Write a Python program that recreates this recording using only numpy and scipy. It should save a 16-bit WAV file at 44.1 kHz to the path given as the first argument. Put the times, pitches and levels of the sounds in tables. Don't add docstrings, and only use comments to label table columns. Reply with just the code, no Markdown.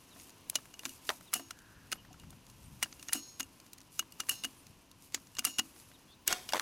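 import sys
import numpy as np
from scipy import signal
from scipy.fft import rfft, irfft, next_fast_len
from scipy.io import wavfile
from scipy.ndimage import map_coordinates

SR = 44100
rng = np.random.default_rng(int(sys.argv[2]) if len(sys.argv) > 2 else 0)


def waveform_to_disk(signal):
    frames = np.transpose(np.atleast_2d(signal))
    scaled = np.clip(frames, -1, 1) * 32767
    samples = np.round(scaled).astype(np.int16)
    wavfile.write(sys.argv[1], SR, samples)


N = 291500

# start_s, level_db, body_db, treble_db, handle_ring_db, span_s, rebound_after_s, pipe_jolt_db
PAWL_CLICKS = [(0.4984, -29, -7, 9, -60, 0.014, 0.00097, -71),
               (0.5546, -24.5, -4.5, -3, -33, 0.034, 0.0027, -60),
               (0.8531, -31.5, 6.5, -4, -54, 0.03, 0.0054, -47),
               (2.8271, -24, 7.5, 2.5, -30, 0.033, 0.0046, -50),
               (3.993, -25, -0.5, 2.5, -29, 0.029, .0012, -51),
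               (4.2019, -30.5, 3.5, -2, -36, 0.038, .0015, -57),
               (5.1441, -27, 1, -4, -47, 0.042, 0.0011, -51.5),
               (5.3912, -29, -3, -1, -38, 0.028, .0012, -45.5),
               (6.277, -20.5, -4, 4, -33, 0.015, 0.0017, -61),
               (6.3263, -25, 3.5, 1, -34, 0.02, 0.00155, -49),
               (6.5965, -28, 5, -5, -56, 0.0065, 0.00087, -62)]
# start_s, level_db, body_db, treble_db, handle_ring_db
PIVOT_TICKS = [(.655, -53, 12, 4, -70), (0.7396, -48.5, -1, -12, -51), (0.7927, -42, 3, 2, -47),
               (0.893, -43.5, -6, 7, -51), (1.209, -51, 15, 2, -78), (2.129, -54.5, -15, -2, -66),
               (2.198, -54, -15, -4, -57), (2.305, -50.5, -26, 8, -75), (2.845, -46, -13, -11, -57),
               (2.926, -46, 1, -27, -71), (2.995, -51, -4, -6, -55), (3.027, -43.5, 2.5, 0.5, -77),
               (3.0849, -36.5, -4, -9, -60), (3.092, -41, 15, -4, -41), (3.4292, -42, 2, 2, -48),
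               (3.732, -43, -12, 5, -73), (4.122, -48, -16, 3, -57), (4.199, -41.5, 10, -6, -60),
               (4.9138, -53, -3, 0, -74), (5.351, -50.5, -7, 4, -53), (5.368, -43, 3, -8, -54),
               (5.3859, -32.5, 4, -14, -40), (6.4898, -36, -8.5, -7, -41.5), (6.523, -35, 8, 0, -44)]
# start_s, level_db, handle_ring_db, pipe_jolt_db,
# spring_ring_db, lowest_tone_db, tension_pitch_factor, strongest_hz
HANDLE_SNAPS = [(1.337, -22, -38, -40.5, -55.5, -4, 0.98, 5900),
                (3.1309, -22, -51, -38, -47, -14, 0.98, 6900),
                (4.2926, -24.5, -32, -57, -49, 0, 0.96, 4200),
                (5.4496, -22, -34.5, -47.5, -48.5, 2.5, 1.003, 5600)]
# delay_s, level_db, body_db, treble_db, handle_ring_db, span_s
SNAP_HITS = [(-.005, -15, 8, -13, -11, 0.018), (0, 0.5, 2.5, 12, -16, 0.034), (.003, -7, -8, -1, 4, .03),
             (.022, -21, 7.5, -14, -14, 0.044)]
# start_s, level_db, handle_ring_db, pipe_jolt_db, slowness
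PAWL_CATCHES = [(1.508, -40, -56, -58.5, 0.15), (1.924, -30, -49, -50, 1.0), (3.4024, -32, -44, -50, 0.76),
                (4.4444, -32.5, -39, -45.5, 1.15), (5.591, -25.5, -32, -41.5, 0.94)]
# delay_s (times slowness), level_db, body_db, treble_db, handle_ring_db, span_s
CATCH_HITS = [(-.0065, -3.5, 0, 2.5, 4, .02), (0, -1.5, 4, -3, 4, 0.029), (.004, 0, 5, 0, 4, .027)]
# pitch_hz, level_db, fade_s
HANDLE_TONES = [(2862, 6.5, 0.044), (2787, -3, 0.024), (2883, -8.5, 0.029)]
SPRING_TONES = [(2850, 0, .4), (3830, -10, .7), (4272, -5, .8), (4805, -13, .7), (5190, -13, .9),
                (5580, -2, .75), (6255, -13, .9), (6585, -5, .8), (6751, 0, .7), (6848, -11, 1.0),
                (6950, -5, .6)]
PIPE_BEND_TONES = [(227.6, -6, 0.18), (270.6, 0.5, 0.19), (330.6, -7.5, 0.26), (736, -1.5, 0.064)]
# pitch_hz, width_hz, level_db
HOLLOW_TONES = [(367, 26, -2.5), (593, 62, -1), (730, 10, 3.5), (900, 72, -7), (1044, 13, -5),
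                (1430, 9.9, 2), (1910, 40, -16), (2190, 92, 2.5), (2520, 240, -7), (3230, 150, 2.5),
                (3680, 170, -2.5), (4480, 52, -3), (5540, 76, -3), (6200, 190, 0), (8000, 48, -1)]
# start_s, level_db, tick_db, strongest_hz, pipe_jolt_db, rebounds (-1: jolt only)
PIPE_KNOCKS = [(0.162, -55, -75, 456, -54, 0), (0.555, -39, -60, 610, -53, 0),
               (0.834, -50.5, -56, 1230, -70, 0.5), (1.0911, -28, -28, 606, -52, 1),
               (1.396, -44, -66, 690, -49, 0), (2.106, -48, -82, 512, -55, -1),
               (5.762, -58, -72, 400, -59, 0), (5.915, -58, -61, 2000, -70, 0),
               (6.5343, -25, -26.5, 600, -41.5, 3.5), (6.603, -40, -62, 1210, -60, -0.5)]
# time_s, level_db
TEAR_LEVELS = [(6.262, -51), (6.279, -38.5), (6.313, -31), (6.335, -37), (6.35, -42.5), (6.41, -50.5),
               (6.47, -60.5), (6.61, -78)]
RUSTLE_LEVELS = [(0, -67), (.57, -66.5), (.98, -63.5), (1.4, -66.5), (1.65, -69.5), (2.2, -72.5),
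                 (3.05, -62), (3.95, -74), (4.35, -61.5), (4.9, -73.5), (5.65, -63), (6.25, -74.5),
                 (6.44, -60), (6.61, -54)]
# start_s, length_s, level_db
BLADE_SCRAPES = [(6.485, .025, -45), (6.555, 0.02, -36)]
DENIM_RUBS = [(0.114, 0.21, -58.5), (0.792, 0.2, -56), (1.033, 0.12, -51), (1.124, 0.071, -57.5),
              (3.9, 0.13, -57.5), (4.993, 0.11, -60.5), (5.751, 0.1, -61)]
# start_s, length_s, start_hz, end_hz, level_db
STEEL_SQUEAKS = [(1.935, 0.043, 12000, 11650, -61), (1.935, 0.018, 10000, 10150, -57),
                 (1.965, 0.058, 2900, 2900, -59.5), (2.01, 0.074, 13100, 13200, -71.5),
                 (2.635, 0.042, 9800, 7900, -62), (4.54, 0.081, 11400, 10800, -68),
                 (4.56, 0.069, 9500, 9200, -64), (4.67, 0.1, 12800, 12400, -88),
                 (5.62, 0.36, 11100, 11250, -67)]
BIRD_CHIRPS = [(0.097, .06, 4300, 3240, -60), (1.262, 0.041, 4200, 3300, -59.5),
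               (5.932, 0.038, 4100, 3220, -60.5), (6.07, 0.092, 3280, 3760, -61),
               (6.112, 0.048, 4670, 3600, -63)]
# start_s, level_db
STALK_SNAPS = [(0.198, -50.5), (0.294, -52), (2.466, -55.5), (2.499, -54), (3.6, -52), (3.664, -56),
               (3.78, -55), (4.667, -52), (5.27, -56.5), (5.799, -54.5)]
# peak_s, half_width_s, above_breeze_db
WIND_GUSTS = [(1.75, 0.24, 1), (2.24, 0.4, 9), (2.72, 0.14, 8.5), (4.73, 0.11, 5.5)]
# pitch_hz, level_db
CLICK_COLOUR = [(200, -12), (600, -9), (1000, -9), (1330, 2.5), (1700, -1), (2500, 1), (3600, 0.5),
                (4700, 3), (5300, 1.5), (6600, 7), (7600, 0.5), (10500, -1), (15500, -10.5)]
RATTLE_COLOUR = [(400, -6.5), (1000, -3), (1400, 0), (2400, -12), (2860, 15), (3300, -13), (4500, -3.5),
                 (6800, 0), (8300, -0.5), (10000, -1), (13000, -2.5), (15500, -13)]
JANGLE_COLOUR = [(2500, -25), (3500, -8), (4400, -1), (5700, -4), (6800, 2), (7400, -14), (11000, -9),
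                 (15000, -27)]
KNOCK_COLOUR = [(150, -37), (350, -3.5), (480, 2.5), (660, 5.5), (780, -0.5), (1000, 3), (1500, -0.5),
                (1900, 1.5), (2600, -7.5), (6000, -11), (15000, -20.5)]
TICK_COLOUR = [(500, -35), (1500, 3), (3500, 16.5), (4600, 9), (5800, 10.5), (7000, -7), (9000, 1),
               (15000, -36)]
CRACK_COLOUR = [(200, -2), (700, 5), (1300, -0.5), (2000, 2.5), (3200, -17), (4500, 3), (6300, -6),
                (9000, -5), (12000, -6), (15500, -16)]
HISS_COLOUR = [(1180, -48), (2000, -9.5), (2640, -1.5), (2980, -7.5), (4530, -3.5), (6360, 0), (8120, -2.5),
               (8700, 0), (11400, 0), (15100, -7), (16000, -30)]
GRIP_COLOUR = [(700, -36), (1350, -3), (1650, 3), (1900, -8), (2600, -39)]
WIND_COLOUR = [(12, -47), (20, -13), (49, -6), (97, -1.5), (156, -3.5), (189, -5), (275, -15), (400, -35),
               (520, -43), (880, -120)]
AIR_COLOUR = [(150, -1), (270, 11.5), (420, 3), (800, 0), (1010, 5), (1200, -1), (2100, -5.5), (2850, 0),
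              (3400, -6), (6000, -7), (9000, -20.5), (15000, -54)]
SIDE_COLOUR = [(60, -23), (130, -16), (290, -17), (640, -14.5), (1410, -29), (3100, -29.5), (6820, -14.5),
               (15000, -31)]

CLICK_FADE_SHARE, TICK_SPAN_S, REBOUND_DB = 0.43, 0.026, -5.5
SPRING_LAG_S, SNAP_JOLT_LAG_S = .012, .017
FALL_DB_PER_OCTAVE, FALL_LIMIT_DB = 26, 4.5
BOUNCE_S, BOUNCE_LOSS_DB, BOUNCE_DULL_DB, BOUNCE_RISE = .0107, 2.5, 24, 1.6
SETTLE_S, SETTLE_DB, SETTLE_HZ = .032, -25.5, 1120
CREAK_START_S, CREAK_EVERY_S, CREAK_DB, CREAK_HZ = 1.956, .093, -56, 1340
RATTLE_DB, RATTLE_TAIL_S, RATTLE_TAIL_DB = -35, 0.084, -53
SOFT_TICK_DB, FAINT_STALK_DB = -11, -54
GRIP_START_S, GRIP_LENGTH_S, GRIP_DB = 1.4, 0.61, -66
BREEZE_DB, AIR_DB, AIR_DRIFT_DB, AIR_FOLLOW_SHARE = -67, -63, 1, 0.34
PIPE_LOW_HZ, TOP_HZ = 127, 16000


def ratchet():
    out, t = np.zeros(N), clock(.15)
    hits = steel_hits()
    gaps = np.diff([hit[0] for hit in hits], append=N / SR + 1)
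    for (s, db, body_db, treble_db, ring_db, span_s), gap in zip(hits, gaps):
        tilt = [(1800, body_db), (3600, 0), (7000, 0), (9500, treble_db)]
        offset_s, click = steel_click(CLICK_FADE_SHARE * span_s, tilt, slide_s=0.21 * span_s)
        add(out, s + offset_s, amp(db) * click)
        damping = fade(np.maximum(t - gap, 0), .012)
        handle = ring(t, HANDLE_TONES, rise_s=0.0017, spread_db=0.5, detune=0.0076)
        add(out, s, amp(ring_db) * damping * handle)
    return out


def steel_hits():
    hits = [(*tick, TICK_SPAN_S) for tick in PIVOT_TICKS]
    for s, db, body, treble, ring_db, span_s, rebound_s, _ in PAWL_CLICKS:
        hits.append((s, db, body, treble, ring_db + REBOUND_DB, span_s))
        hits.append((s + rebound_s, db + REBOUND_DB, body, treble, ring_db, span_s))
    strokes = [(s, db, ring_db, 1, SNAP_HITS) for s, db, ring_db, *_ in HANDLE_SNAPS]
    strokes += [(s, db, ring_db, slowness, CATCH_HITS) for s, db, ring_db, _, slowness in PAWL_CATCHES]
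    for s, db, ring_db, slowness, pattern in strokes:
        for delay_s, hit_db, body, treble, hit_ring_db, span_s in pattern:
            hits.append((s + slowness * delay_s, db + hit_db, body, treble, ring_db + hit_ring_db, span_s))
    return sorted(hits)


def steel_click(fade_s, tilt, slide_s, slide_db=-30.5, uneven_db=3):
    t = clock(.25) - .02
    pitches = np.geomspace(500, 16000, 48)
    spot = np.column_stack([pitches, uneven_db * rng.standard_normal(len(pitches))])
    slide = amp(slide_db) * np.exp(-abs(t) / slide_s)
    after = np.maximum(t, 0)
    drop = fade(after, fade_s) * attack(after, 0.001)
    loose_links = amp(-25) * (fade_s / 0.019) ** 2 * fade(after, 0.11) * (t > 0)
    click = noise(len(t), CLICK_COLOUR, tilt, spot) * (slide + drop + loose_links)
    return t[0], click / rms(click[(t > 0) & (t < .003)])


def spring():
    out = np.zeros(N)
    for snap_s, *_, ring_db, lowest_db, tension, strongest_hz in HANDLE_SNAPS:
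        s = snap_s + SPRING_LAG_S
        gripped_s = min(catch[0] for catch in PAWL_CATCHES if catch[0] > s)
        t = clock(gripped_s - s)
        chatter = unit(amp(1.7 * wobble(446)[:len(t)]))
        rattle = chatter * noise(len(t), RATTLE_COLOUR) * fade(t, 0.15) * attack(t, 0.0019)
        tones = np.array(SPRING_TONES)
        tones[1:, 0] *= tension
        octaves_away = abs(np.log2(tones[1:, 0] / strongest_hz))
        tones[1:, 1] -= np.minimum(FALL_DB_PER_OCTAVE * octaves_away, FALL_LIMIT_DB)
        tones[0, 1] += lowest_db
        ringing = ring(t, tones, rise_s=0.0025, spread_db=3.0, detune=0.00032)
        ringing *= amp(2.2 * wobble(93)[:len(t)])
        jangle = noise(len(t), JANGLE_COLOUR) * fade(t, 0.88)
        grip = np.clip((t[-1] - t) / 0.016, 0, 1)
        add(out, s, grip * (amp(RATTLE_DB) * rattle + amp(ring_db) * ringing + amp(ring_db - 8) * jangle))
    return out


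def rattle_tails():
    return grainy_hiss([(snap[0], RATTLE_TAIL_S, RATTLE_TAIL_DB) for snap in HANDLE_SNAPS])


def squeaks():
    return sliding_notes(STEEL_SQUEAKS, blur_hz=90)


def pipe():
    out, t = np.zeros(N), clock(.3)
    jolts = [(s, db) for s, *_, db in PAWL_CLICKS]
    jolts += [(s + SNAP_JOLT_LAG_S, db) for s, _, _, db, *_ in HANDLE_SNAPS]
    jolts += [(s, db) for s, *_, db, _ in PAWL_CATCHES + PIPE_KNOCKS]
    for s, db in jolts:
        add(out, s, amp(db) * ring(t, PIPE_BEND_TONES, rise_s=0.0033, spread_db=3.5, detune=0.018))
    for s, db, tick_db, centre_hz in pipe_blows():
        spot = [(centre_hz / 2, 0), (centre_hz, 8), (centre_hz * 2, 0)]
        clack = burst(t, 0.03, 0.000077, KNOCK_COLOUR, spot)
        tail = amp(-18) * burst(t, 0.14, 0.00033, KNOCK_COLOUR, spot)
        tick = burst(t, 0.016, .00005, TICK_COLOUR)
        add(out, s, amp(db) * (clack + tail) + amp(tick_db) * tick)
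    return filtered(out, lambda hz: hz ** 2 / (hz ** 2 + PIPE_LOW_HZ ** 2))


def pipe_blows(creaks=5):
    hard = [(s + k * BOUNCE_S, db - k * BOUNCE_LOSS_DB, tick_db - k * BOUNCE_DULL_DB, hz * BOUNCE_RISE ** k)
            for s, db, tick_db, hz, _, rebounds in PIPE_KNOCKS for k in range(round(rebounds) + 1)]
    soft = [(s + SETTLE_S, db + SETTLE_DB, SETTLE_HZ) for s, db, *_ in PAWL_CLICKS]
    soft += [(CREAK_START_S + k * CREAK_EVERY_S, CREAK_DB, CREAK_HZ) for k in range(creaks)]
    return hard + [(s, db, db + SOFT_TICK_DB, hz) for s, db, hz in soft]


def tear():
    cracks = unit(sparks(6000))
    direct = unit(coloured(cracks, CRACK_COLOUR))
    begun = np.arange(N) / SR > TEAR_LEVELS[0][0]
    force = amp(over_time(TEAR_LEVELS)) * begun + swells(BLADE_SCRAPES)
    hollow = filtered(force * cracks, hollow_pipe) / np.std(filtered(cracks, hollow_pipe))
    out = amp(-5) * force * direct + amp(-4.5) * hollow
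    tones = [(hz, db, np.log(1000) / (np.pi * width)) for hz, width, db in HOLLOW_TONES]
    add(out, 6.303, amp(-40) * ring(clock(0.25), tones, rise_s=0.0034, spread_db=0, detune=0.00084))
    return out


def hollow_pipe(hz):
    return sum((-1) ** k * amp(db) * 1j * hz * width / (pitch ** 2 - hz ** 2 + 1j * hz * width)
               for k, (pitch, width, db) in enumerate(HOLLOW_TONES))


def brushes():
    return grainy_hiss(DENIM_RUBS)


def rustle():
    crackles = unit(coloured(sparks(400), HISS_COLOUR))
    scrapes = amp(1.5 * wobble(30) + wobble(140))
    return amp(over_time(RUSTLE_LEVELS)) * scrapes * (noise(N, HISS_COLOUR) + amp(-5.5) * crackles)


def stalks():
    out, t = np.zeros(N), clock(.06)
    faint = [(s, FAINT_STALK_DB) for s in rng.uniform(0, N / SR, size=10)]
    for s, db in STALK_SNAPS + faint:
        add(out, s, amp(db) * burst(t, 0.017, 0.00038, CLICK_COLOUR))
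    return out


def grip_hiss():
    return swells([(GRIP_START_S, GRIP_LENGTH_S, GRIP_DB)]) * noise(N, GRIP_COLOUR)


def bird():
    return sliding_notes(BIRD_CHIRPS, blur_hz=110)


def wind():
    t = np.arange(N) / SR
    gust_db = sum(db * np.exp(-((t - s) / width) ** 2) for s, width, db in WIND_GUSTS)
    return amp(BREEZE_DB + gust_db + 1.6 * wobble(14)) * noise(N, WIND_COLOUR)


def air():
    rustle_db = over_time(RUSTLE_LEVELS)
    follow_db = AIR_FOLLOW_SHARE * (rustle_db - rustle_db.mean())
    return amp(AIR_DB + follow_db + AIR_DRIFT_DB * wobble(2.8)) * noise(N, AIR_COLOUR)


def grainy_hiss(rows):
    out = np.zeros(N)
    for s, length, db in rows:
        n = len(clock(length))
        grain = unit(amp(2.7 * wobble(398)[:n]))
        add(out, s, amp(db) * arch(length) * grain * noise(n, HISS_COLOUR))
    return out


def sliding_notes(notes, blur_hz):
    out = np.zeros(N)
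    for s, length, start_hz, end_hz, db in notes:
        n = len(clock(length))
        hz = np.linspace(start_hz, end_hz, n) + blur_hz * wobble(658)[:n]
        add(out, s, amp(db) * arch(length) * np.sin(2 * np.pi * np.cumsum(hz) / SR))
    return out


def ring(t, tones, rise_s, spread_db, detune):
    hz, db, fade_s = np.transpose(tones)[:, :, None]
    strength, pitch, phase = rng.standard_normal((3, len(tones), 1))
    waves = np.sin(2 * np.pi * (hz * (1 + detune * pitch) * t + phase))
    return np.sum(amp(db + spread_db * strength) * fade(t, fade_s) * waves, axis=0) * attack(t, rise_s)


def burst(t, fade_s, rise_s, *colours):
    x = noise(len(t), *colours) * fade(t, fade_s) * attack(t, rise_s)
    return x / rms(x[t < .003])


def swells(rows):
    out = np.zeros(N)
    for s, length, db in rows:
        add(out, s, amp(db) * arch(length))
    return out


def sparks(per_second):
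    return (rng.random(N) < per_second / SR) * rng.standard_normal(N)


def wobble(rate):
    return map_coordinates(rng.standard_normal(int(N * rate / SR) + 4), [np.arange(N) * rate / SR])


def noise(n, *colours):
    return unit(coloured(rng.standard_normal(n), *colours))


def coloured(x, *colours):
    return filtered(x, lambda hz: amp(sum(over_pitch(colour, hz) for colour in colours)))


def filtered(x, gain_at):
    n = x.shape[-1]
    padded = next_fast_len(n + 4096)
    return irfft(rfft(x, padded) * gain_at(np.fft.rfftfreq(padded, 1 / SR)), padded)[..., :n]


def over_pitch(points, hz):
    pitches, levels = np.transpose(points)
    return np.interp(np.log(hz + 1), np.log(pitches + 1), levels)


def over_time(points):
    return np.interp(np.arange(N) / SR, *np.transpose(points))


def arch(length_s):
    return np.sin(np.pi * clock(length_s) / length_s)


def attack(t, rise_s):
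    return 1 - np.exp(-t / rise_s)


def fade(t, fade_s):
    return np.exp(-np.log(1000) * t / fade_s)


def amp(db):
    return 10 ** (np.asarray(db) / 20)


def rms(x):
    return np.sqrt(np.mean(x ** 2) + 1e-20)


def unit(x):
    return x / rms(x)


def clock(seconds):
    return np.arange(int(seconds * SR)) / SR


def add(track, start_s, x):
    start = round(start_s * SR)
    track[start:start + len(x)] += x[:max(N - start, 0)]


def scene():
    mid = ratchet() + spring() + squeaks() + pipe() + tear() + bird() + brushes() + rattle_tails()
    mid += wind() + air() + rustle() + stalks() + grip_hiss()
    t = clock(.06)
    echoes = rng.standard_normal(len(t)) * fade(t, 0.0092)
    scattered = signal.fftconvolve(mid, echoes / np.linalg.norm(echoes))[:N]
    side = amp(-4.5) * coloured(scattered, SIDE_COLOUR)
    return np.array([mid + side, mid - side]) * amp([[.25], [-.25]])


def record(dry):
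    return filtered(dry, lambda hz: hz < TOP_HZ)


dry = scene()
out = record(dry)
waveform_to_disk(out)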